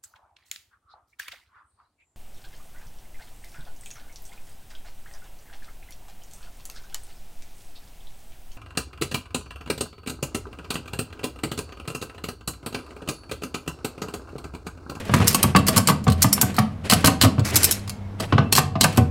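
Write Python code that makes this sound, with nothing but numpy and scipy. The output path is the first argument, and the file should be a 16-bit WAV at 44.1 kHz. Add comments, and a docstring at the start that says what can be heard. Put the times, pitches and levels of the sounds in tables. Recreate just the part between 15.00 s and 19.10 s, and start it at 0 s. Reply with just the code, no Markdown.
"""Ratchet buckle in a cargo trailer

A ratchet buckle is cranked to tighten a strap inside a plywood trailer, close to the microphone.
Pawls snap over teeth (noise cracks plus damped modes); the buckle knocks the steel floor track and
the floor booms under it. Shaped noise makes the handle scrapes, the rustling webbing and the rumble;
loose parts tick, sines hum and whistle. Decaying noise echoes the box; a limiter holds the peaks."""
import sys
import numpy as np
from scipy import signal
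from scipy.fft import rfft, irfft, next_fast_len
from scipy.io import wavfile
from scipy.ndimage import uniform_filter1d, minimum_filter1d, map_coordinates

SR = 44100
rng = np.random.default_rng(int(sys.argv[2]) if len(sys.argv) > 2 else 0)


def dump_mix(stems):
    """Bounce the given channels to the path in sys.argv[1] as a 16-bit WAV at rate SR."""
    frames = np.atleast_2d(stems).T  # one column per channel
    limited = np.clip(frames, -1, 1)  # hard clip at full scale
    pcm = np.round(limited * 32767).astype(np.int16)
    wavfile.write(sys.argv[1], SR, pcm)


N = 180881
RING_TIME = np.arange(SR // 2) / SR  # seconds

# Runs of evenly spaced steel contacts in the buckle. Each row: start in seconds, number of contacts,
# spacing in seconds, relative level of the first in dB, level change per contact in dB,
# load of the first contact (0 = pawl skipping freely, 1 = pressed against the frame).
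CONTACT_RUNS = [(0.139, 2, 0.024, -14, -11, 0.75), (0.273, 2, 0.0059, -12.5, 9.5, 0),
                (0.328, 2, .0178, -21.5, 15, 0.23), (0.429, 1, 0.0099, -4.5, 0, 0.14),
                (0.5617, 2, 0.027, -9, -17, 0.94), (0.667, 3, 0.0081, -20, 6, 0.31),
                (0.762, 3, 0.0075, -12.5, 3, 0.31), (0.8729, 3, 0.012, -7.5, -4.5, 0.59),
                (1.041, 1, 0, -31.5, 10, 0.18), (1.0786, 3, 0.021, -22.5, 0.5, 0.98),
                (1.22, 2, .007, -6.5, 3, .05), (1.3284, 1, 0, -3, 0, 0), (1.4133, 1, 0, -3, 0, 0.1),
                (1.5434, 3, 0.022, -32.5, 7.5, 0.5), (1.8983, 4, .012, -7.5, 0.03, 0.85),
                (2.0454, 3, 0.013, -8, 1.6, 0.69), (2.213, 4, 0.011, -5, -3, 0.85),
                (2.394, 1, 0, -25.5, 0, 0.98), (2.557, 2, .006, -6.5, 3, 0.18),
                (2.6314, 2, 0.011, -10.5, 8, .15), (2.7106, 2, 0.012, -7, -5.5, 0.066),
                (2.8767, 2, 0.018, -29.5, 7.5, 0.88), (3.199, 2, 0.004, -26, 6, .95),
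                (3.525, 1, 0, -3.5, 3, 0.61), (3.552, 4, .0105, -9.5, 0.2, 0.71),
                (3.8098, 1, 0.017, -5, -3, 0.83), (3.832, 2, 0.0088, -13, 6.5, 0.88),
                (3.962, 2, 0.011, -33, 19, 0.53)]
# Contact noise under load. Each row: frequency in Hz, relative density in dB per Hz.
LOADED_CRACK_SPECTRUM = [(300, 2.5), (1000, 0), (2000, 4), (3300, 1.5), (4400, 11), (6000, 0), (8500, 4.5),
                         (12000, -16.5), (16000, -11)]


def amp(db):
    """Decibels to gain."""
    return 10 ** (np.asarray(db) / 20)


def unit(x):
    """Scale to rms 1."""
    return x / np.sqrt(np.mean(x ** 2) + 1e-20)


def along(points, hz):
    """Read (Hz, value) points on a log frequency axis."""
    point_hz, values = np.transpose(points)
    return np.interp(np.log(hz + 1), np.log(point_hz + 1), values)


def filtered(x, response):
    """Apply a zero-phase response, given as a function of frequency in Hz."""
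    size = next_fast_len(len(x) + 4096)
    spectrum = rfft(x, size) * response(np.fft.rfftfreq(size, 1 / SR))
    return irfft(spectrum, size)[:len(x)]


def noise(spectrum, size):
    """Coloured noise of rms 1."""
    white = rng.standard_normal(size)
    return unit(filtered(white, lambda hz: amp(along(spectrum, hz))))


def wobble(rate):
    """A smooth random curve, rate knots a second."""
    knots = rng.standard_normal(int(N * rate / SR) + 4)
    return map_coordinates(knots, [np.arange(N) * rate / SR])


def fade(t60, t=RING_TIME):
    """Exponential decay by 60 dB in t60 seconds."""
    return np.exp(-np.log(1000) * t / t60)


def rise(seconds):
    """Exponential onset of a contact with the given time constant."""
    return 1 - np.exp(-RING_TIME / seconds)


def ring(modes, scatter_db, detune):
    """Damped modes starting near rms 1; each blow lands elsewhere and shifts strengths and pitches."""
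    hz, db, t60 = np.transpose(modes)[:, :, None]
    gain = amp(db + scatter_db * rng.standard_normal(hz.shape))
    hz = hz * (1 + detune * rng.standard_normal(hz.shape))
    phase = 2 * np.pi * (hz * RING_TIME + rng.random(hz.shape))
    total = np.sum(gain * np.sin(phase) * fade(t60), 0)
    return total / np.sqrt(np.sum(gain ** 2) / 2)


def in_trailer(x, near_db, near_t60, tail_db):
    """A hit, the quick echoes of floor and walls (sparse noise), and the diffuse tail of the box."""
    # Reverberation. Each row: frequency in Hz, t60 in seconds.
    trailer_t60 = [(80, 1), (200, 0.62), (500, 0.37), (1200, 0.3), (3000, 0.3), (8000, 0.25), (15000, 0.14)]
    size = len(RING_TIME)
    hz, t, bins = signal.stft(rng.standard_normal(size), SR, nperseg=256)
    decaying = bins * fade(along(trailer_t60, hz)[:, None], t)
    tail = signal.istft(decaying, SR, nperseg=256)[1][:size] * rise(0.0094)
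    near = rng.standard_normal(size) ** 3 * fade(near_t60) * rise(0.01)
    echoes = amp(near_db) * near / np.linalg.norm(near)
    echoes += amp(tail_db) * tail / np.linalg.norm(tail)
    return x + signal.fftconvolve(x, echoes)[:size]


def add(track, s, hit):
    """Mix a hit into the track at s seconds."""
    part = track[max(round(s * SR), 0):][:len(hit)]
    part += hit[:len(part)]


def contacts():
    """Every contact of every run as (s, dB, load); each contact sheds a share of the load."""
    unload = 0.13
    return [(s + k * spacing, db + k * change_db, load * (1 - unload) ** k)
            for s, count, spacing, db, change_db, load in CONTACT_RUNS for k in range(round(count))]


def noise_lead_in():
    """A short noise lead-in: 10 ms of noise that swell into the snap."""
    size = SR // 100
    return noise(LOADED_CRACK_SPECTRUM, size) * fade(.016, RING_TIME[:size])[::-1]


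def pawls(hits):
    """Each contact cracks and rings; load moves the ring from the small pawl to the heavier frame."""
    # Rings of the free pawl and of the loaded frame.
    # Each row: nominal frequency in Hz, relative level in dB, t60 in seconds.
    pawl_modes = [(5023, 17, 0.017), (5430, 7, 0.063), (5800, -13, 0.11), (5810, -2.5, 0.043),
                  (7510, 5.5, 0.067), (9300, -8, 0.1), (8500, -8, 0.054), (9350, -1, .08),
                  (11900, -2.5, 0.08), (12150, -7.5, 0.1), (13400, 4.5, .08), (17000, 13.5, 0.056)]
    frame_modes = [(2693, -7.5, 0.13), (2970, 5.5, 0.019), (3245, -7.5, 0.085), (3860, -7, 0.043),
                   (4380, -3, 0.037), (4155, 7.5, 0.018), (4800, -26, 0.03), (5140, -22.5, 0.035),
                   (7830, -8, 0.058), (8900, -29, 0.061), (9900, 0, 0.025)]
    # Contact noise of the free pawl. Each row: frequency in Hz, relative density in dB per Hz.
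    free_spectrum = [(300, -22), (1000, -13), (2000, -10), (3600, -8), (5000, 0), (7000, 0.5), (9300, 2),
                     (10400, 1.5), (11600, 3), (14000, -1.5), (16000, -8)]
    out, size = np.zeros(N), len(RING_TIME)
    for s, db, load in hits:
        load = np.clip(load, 0, 1)
        pawl_ring = ring(pawl_modes, scatter_db=4, detune=.0015)
        frame_ring = ring(frame_modes, scatter_db=3, detune=.004)
        free = noise(free_spectrum, size) * fade(0.015) + amp(-15) * pawl_ring
        pressed = noise(LOADED_CRACK_SPECTRUM, size) * fade(0.013) + amp(-10) * frame_ring
        mix = np.sqrt(1 - load) * free + np.sqrt(load) * pressed
        snap = amp(db + 5.5) * rise(0.0012) * mix
        add(out, s, in_trailer(snap, near_db=-2.5, near_t60=0.029, tail_db=-12.0))
        lead_in = noise_lead_in()
        add(out, s - len(lead_in) / SR, amp(db - 19.5) * lead_in)
    return out


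def landings():
    """Every blow on the track as (s, dB, depth): knocks, their second landings, the shake of each run."""
    # Buckle on track. Each row: time in seconds, relative level in dB, depth (0 = glancing clank,
    # 1 = dull shove into the floor), rock (gain of a landing on the other edge, heard above 0.1).
    knock_rows = [(0.094, -18.5, 0.64, 0.018), (0.1376, -10, 0.36, 0.032), (0.2, -14.5, 0.67, 0.74),
                  (0.347, -18, 0.14, 0.012), (0.439, -12.5, 0.52, 0.038), (0.549, -8.5, 0.36, 0.94),
                  (0.685, -17.5, 0.2, 0.096), (0.765, -14, 0.44, 1), (0.8863, -11, 0.29, 0.69),
                  (1.067, -12, 0.68, 0.98), (1.243, -11.5, 0.5, 0.02), (1.378, -23, 0.23, 0),
                  (1.427, -15.5, 0.56, 0.23), (1.583, -9.5, 0.42, 0), (1.922, -10.5, 0.36, 0),
                  (2.042, -10.5, 0.4, 0.033), (2.077, -11.5, 0.25, 0), (2.236, -10.5, 0.58, 0.95),
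                  (2.381, -18, 0.9, 0.52), (2.534, -28, 0.99, 0), (3.201, -24.5, 0.17, 0.097),
                  (3.324, -10.5, 0.59, 0.086), (3.3802, -9, 0.42, 0), (3.579, -12, 0.019, 0),
                  (3.754, -17.5, 0.38, 0), (3.8434, -13.5, 0.057, 0.03), (3.977, -8.5, 0.68, 0.025)]
    rock_delay_s = .013
    shake_db, shake_depth = (-27.5, -12), 0.47  # dB re the loudest contact when (free, pressed)
    blows = [(s, db, depth) for s, db, depth, rock in knock_rows]
    blows += [(s + rock_delay_s, db + 20 * np.log10(rock), depth)
              for s, db, depth, rock in knock_rows if rock > .1]
    for s, count, spacing, db, change_db, load in CONTACT_RUNS:
        loudest_db = db + max(change_db * (round(count) - 1), 0)
        blows.append((s, loudest_db + np.interp(load, [0, 1], shake_db), shake_depth))
    return blows


def blow(hit, db):
    """Give a hit the energy of a 15 ms burst at db."""
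    return amp(db) * hit / np.linalg.norm(hit) * np.sqrt(.015 * SR)


def knocks():
    """The buckle strikes the steel track, which drives the plywood panel and the whole box."""
    # Rings of the floor track, of the plywood panel under it, and of the whole floor and air of the box.
    # Each row: nominal frequency in Hz, relative level in dB, t60 in seconds.
    track_modes = [(473.4, -15, 0.25), (650.4, -7.5, 0.23), (704.6, -12, 0.13), (746, -9.5, 0.21),
                   (906, -8, 0.053), (976, -4.5, 0.017), (1113, 2.5, 0.061), (1208, 2, 0.034),
                   (1515, -6.5, 0.08), (1720, -11, 0.025)]
    floor_modes = [(140.6, -3.5, 0.14), (155.3, -7.5, 0.24), (192.3, -1, 0.16), (216.6, -2, 0.17),
                   (245.4, 1.5, 0.097), (276.5, -6.5, 0.12)]
    box_modes = [(84.6, -7, 1), (106, 3, 0.18), (120.1, 0.5, 0.15)]
    # Contact noise of the three parts. Each row: frequency in Hz, relative density in dB per Hz.
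    clank_spectrum = [(150, -29.5), (330, -1), (480, -1), (700, -4), (900, -0.5), (1130, 7), (1400, -7),
                      (2000, -9), (2800, -10), (5000, -22), (9000, -41.5), (16000, -66)]
    thud_spectrum = [(25, -51), (90, -27), (140, 7), (200, 1), (280, -13.5), (340, -10), (600, -11.5),
                     (1500, -84)]
    boom_spectrum = [(25, -40), (58, -28), (76, 7), (115, 13), (170, -11.5), (400, -53)]
    # part levels in dB re the blow: (glancing clank, dull shove)
    shares_db = (-0.5, -13), (-3, -1), (-16.5, 9)
    out, size = np.zeros(N), len(RING_TIME)
    for s, db, depth in landings():
        clank_db, thud_db, boom_db = (db + np.interp(depth, [0, 1], share) for share in shares_db)
        clank = noise(clank_spectrum, size) * fade(0.052)
        clank += amp(-3.5) * ring(track_modes, scatter_db=5.5, detune=0.015)
        clank = in_trailer(clank * rise(0.00072), near_db=-8, near_t60=.06, tail_db=-11)
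        thud = noise(thud_spectrum, size) * fade(0.08)
        thud += amp(-0.5) * ring(floor_modes, scatter_db=4.0, detune=0.027)
        thud = in_trailer(thud * rise(0.0044), near_db=-9, near_t60=0.16, tail_db=-12)
        boom = amp(-7.5) * noise(boom_spectrum, size) * fade(0.13)
        boom += ring(box_modes, scatter_db=4.0, detune=.015)
        add(out, s, blow(clank, clank_db))
        add(out, s, blow(thud, thud_db))
        add(out, s, blow(boom * rise(0.0024), boom_db))
    # a steep high-pass keeps the knocks free of sub-bass
    return signal.sosfilt(signal.butter(5, 69, "high", fs=SR, output="sos"), out)


def scrapes():
    """The handle drags steel over steel in tiny catches: noise with a fast random level."""
    # Each row: start in seconds, end in seconds, nominal level in dB.
    scrape_rows = [(0.263, 0.327, -27), (0.665, 0.694, -27.5), (0.77, 0.813, -35), (2.446, 2.515, -30.5),
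                   (2.533, 2.636, -31.5), (2.676, 2.765, -39)]
    # Each row: frequency in Hz, relative density in dB per Hz.
    scrape_spectrum = [(300, -29), (1000, 2.5), (2200, 6.5), (3300, -5), (4500, 5), (7000, 1.5),
                       (11000, -1.5), (16000, -12.5)]
    t = np.arange(N) / SR
    contact = np.zeros(N)
    for start, end, db in scrape_rows:
        contact += amp(db) * np.interp(t, [start, start + 0.0059, end - .005, end], [0, 1, 1, 0])
    catches = amp(3 * wobble(600) + 2.5 * wobble(110))
    return contact * unit(catches * noise(scrape_spectrum, N))


def pull(t):
    """How hard the strap moves at times t: each pull swells, holds and dies away."""
    # Strap through the hand and onto the spool.
    # Each row: start in seconds, end in seconds, nominal level in dB.
    pull_rows = [(-0.03, 0.14, -38), (0.147, 0.44, -35), (0.644, 0.75, -32), (1.158, 1.6, -40.5),
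                 (1.834, 2.086, -34), (2.43, 2.725, -34.5), (3.181, 3.219, -35.5), (3.857, 3.945, -36.5)]
    attack_s, release_db_per_s = 0.034, 123
    return sum(np.clip((t - start) / attack_s, 0, 1)
               * amp(db - release_db_per_s * np.maximum(t - end, 0))
               for start, end, db in pull_rows)


def strap():
    """Webbing rustles in small uneven slips: noise with slow and fast random level."""
    # Each row: frequency in Hz, relative density in dB per Hz.
    webbing_spectrum = [(150, 4), (300, 11), (1000, -1.5), (2500, -0.5), (5000, -13), (10000, -17),
                        (16000, -34)]
    slips = amp(4.0 * wobble(45) + 1.1 * wobble(400))
    return pull(np.arange(N) / SR) * slips * noise(webbing_spectrum, N)


def ticks():
    """Loose parts of the buckle tick at random while the strap moves, as (s, dB, load)."""
    slots_per_s, load = 32, .85
    level_db, scatter_db = 1, 3.5  # level re the strap's pull
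    chance = rng.random((160, 2))
    s = (np.arange(len(chance)) + chance[:, 0]) / slots_per_s  # one candidate somewhere in each slot
    db = 20 * np.log10(pull(s) + 1e-9) + level_db + scatter_db * (2 * chance[:, 1] - 1)
    return [(when, level, load) for when, level in zip(s, db) if level > -42]


def background():
    """Outdoor rumble (noise), a low hum and thin distant whistles (sines) reach the open trailer."""
    # Rumble. Each row: frequency in Hz, relative density in dB per Hz.
    air_spectrum = [(25, -13), (40, -3.5), (65, -5), (95, 4), (140, -7), (250, -8), (330, -16.5),
                    (600, -16.5), (1200, -24.5), (2300, -32.5), (4000, -39), (9000, -50), (16000, -57.5)]
    # Each row: frequency in Hz, median peak level in dB.
    hum_rows = [(99, -38.5), (200.5, -40)]
    # Each row: start in seconds, end in seconds, first Hz, last Hz, median peak level in dB at mid-note.
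    whistle_rows = [(2.76, 3.12, 2260, 2130, -56), (3.29, 3.52, 2640, 2680, -48)]
    t = np.arange(N) / SR
    out = amp(-38.0 + 1.24 * wobble(4.31)) * noise(air_spectrum, N)
    for hz, db in hum_rows:
        out += amp(db + 4.1 * wobble(1.45)) * np.sin(2 * np.pi * hz * t + 0.82 * wobble(5.2))
    for start, end, first_hz, last_hz, db in whistle_rows:
        progress = np.clip((t - start) / (end - start), 0, 1)
        pitch_hz = (first_hz + (last_hz - first_hz) * progress) * (1 + .011 * wobble(70))
        swell = np.sqrt(np.abs(np.sin(np.pi * progress)))
        tone = np.sin(2 * np.pi * np.cumsum(pitch_hz) / SR)
        out += amp(db + 4.67 * wobble(26.79)) * swell * tone
    return out


def scene():
    """All layers in the centre; a diffused copy, opposite in left and right, gives a trace of width."""
    # Each row: frequency in Hz, gain of the diffused copy in dB.
    width_db = [(30, -18.5), (65, -30.5), (130, -73), (260, -35.5), (800, -42), (2200, -33), (8000, -39),
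                (14000, -37)]
    mono = pawls(contacts()) + knocks() + scrapes() + strap() + pawls(ticks()) + background()
    scatter = rng.standard_normal(len(RING_TIME)) * fade(0.0081)
    diffuse = signal.fftconvolve(mono, scatter / np.linalg.norm(scatter))[:N]
    width = filtered(diffuse, lambda hz: amp(along(width_db, hz)))
    return np.array([mono + width, mono - width])


def record(dry):
    """A very fast limiter, shared by both sides, holds the peaks down; a steep low-pass follows."""
    ceiling, top_hz = .92, 16100
    needed = np.minimum(1, ceiling / (np.abs(dry).max(0) + 1e-9))
    gain = uniform_filter1d(minimum_filter1d(needed, size=21), size=17)  # sizes in samples
    return np.array([filtered(side * gain, lambda hz: 1 / (1 + (hz / top_hz) ** 120)) for side in dry])


dry = scene()
out = record(dry)
dump_mix(out)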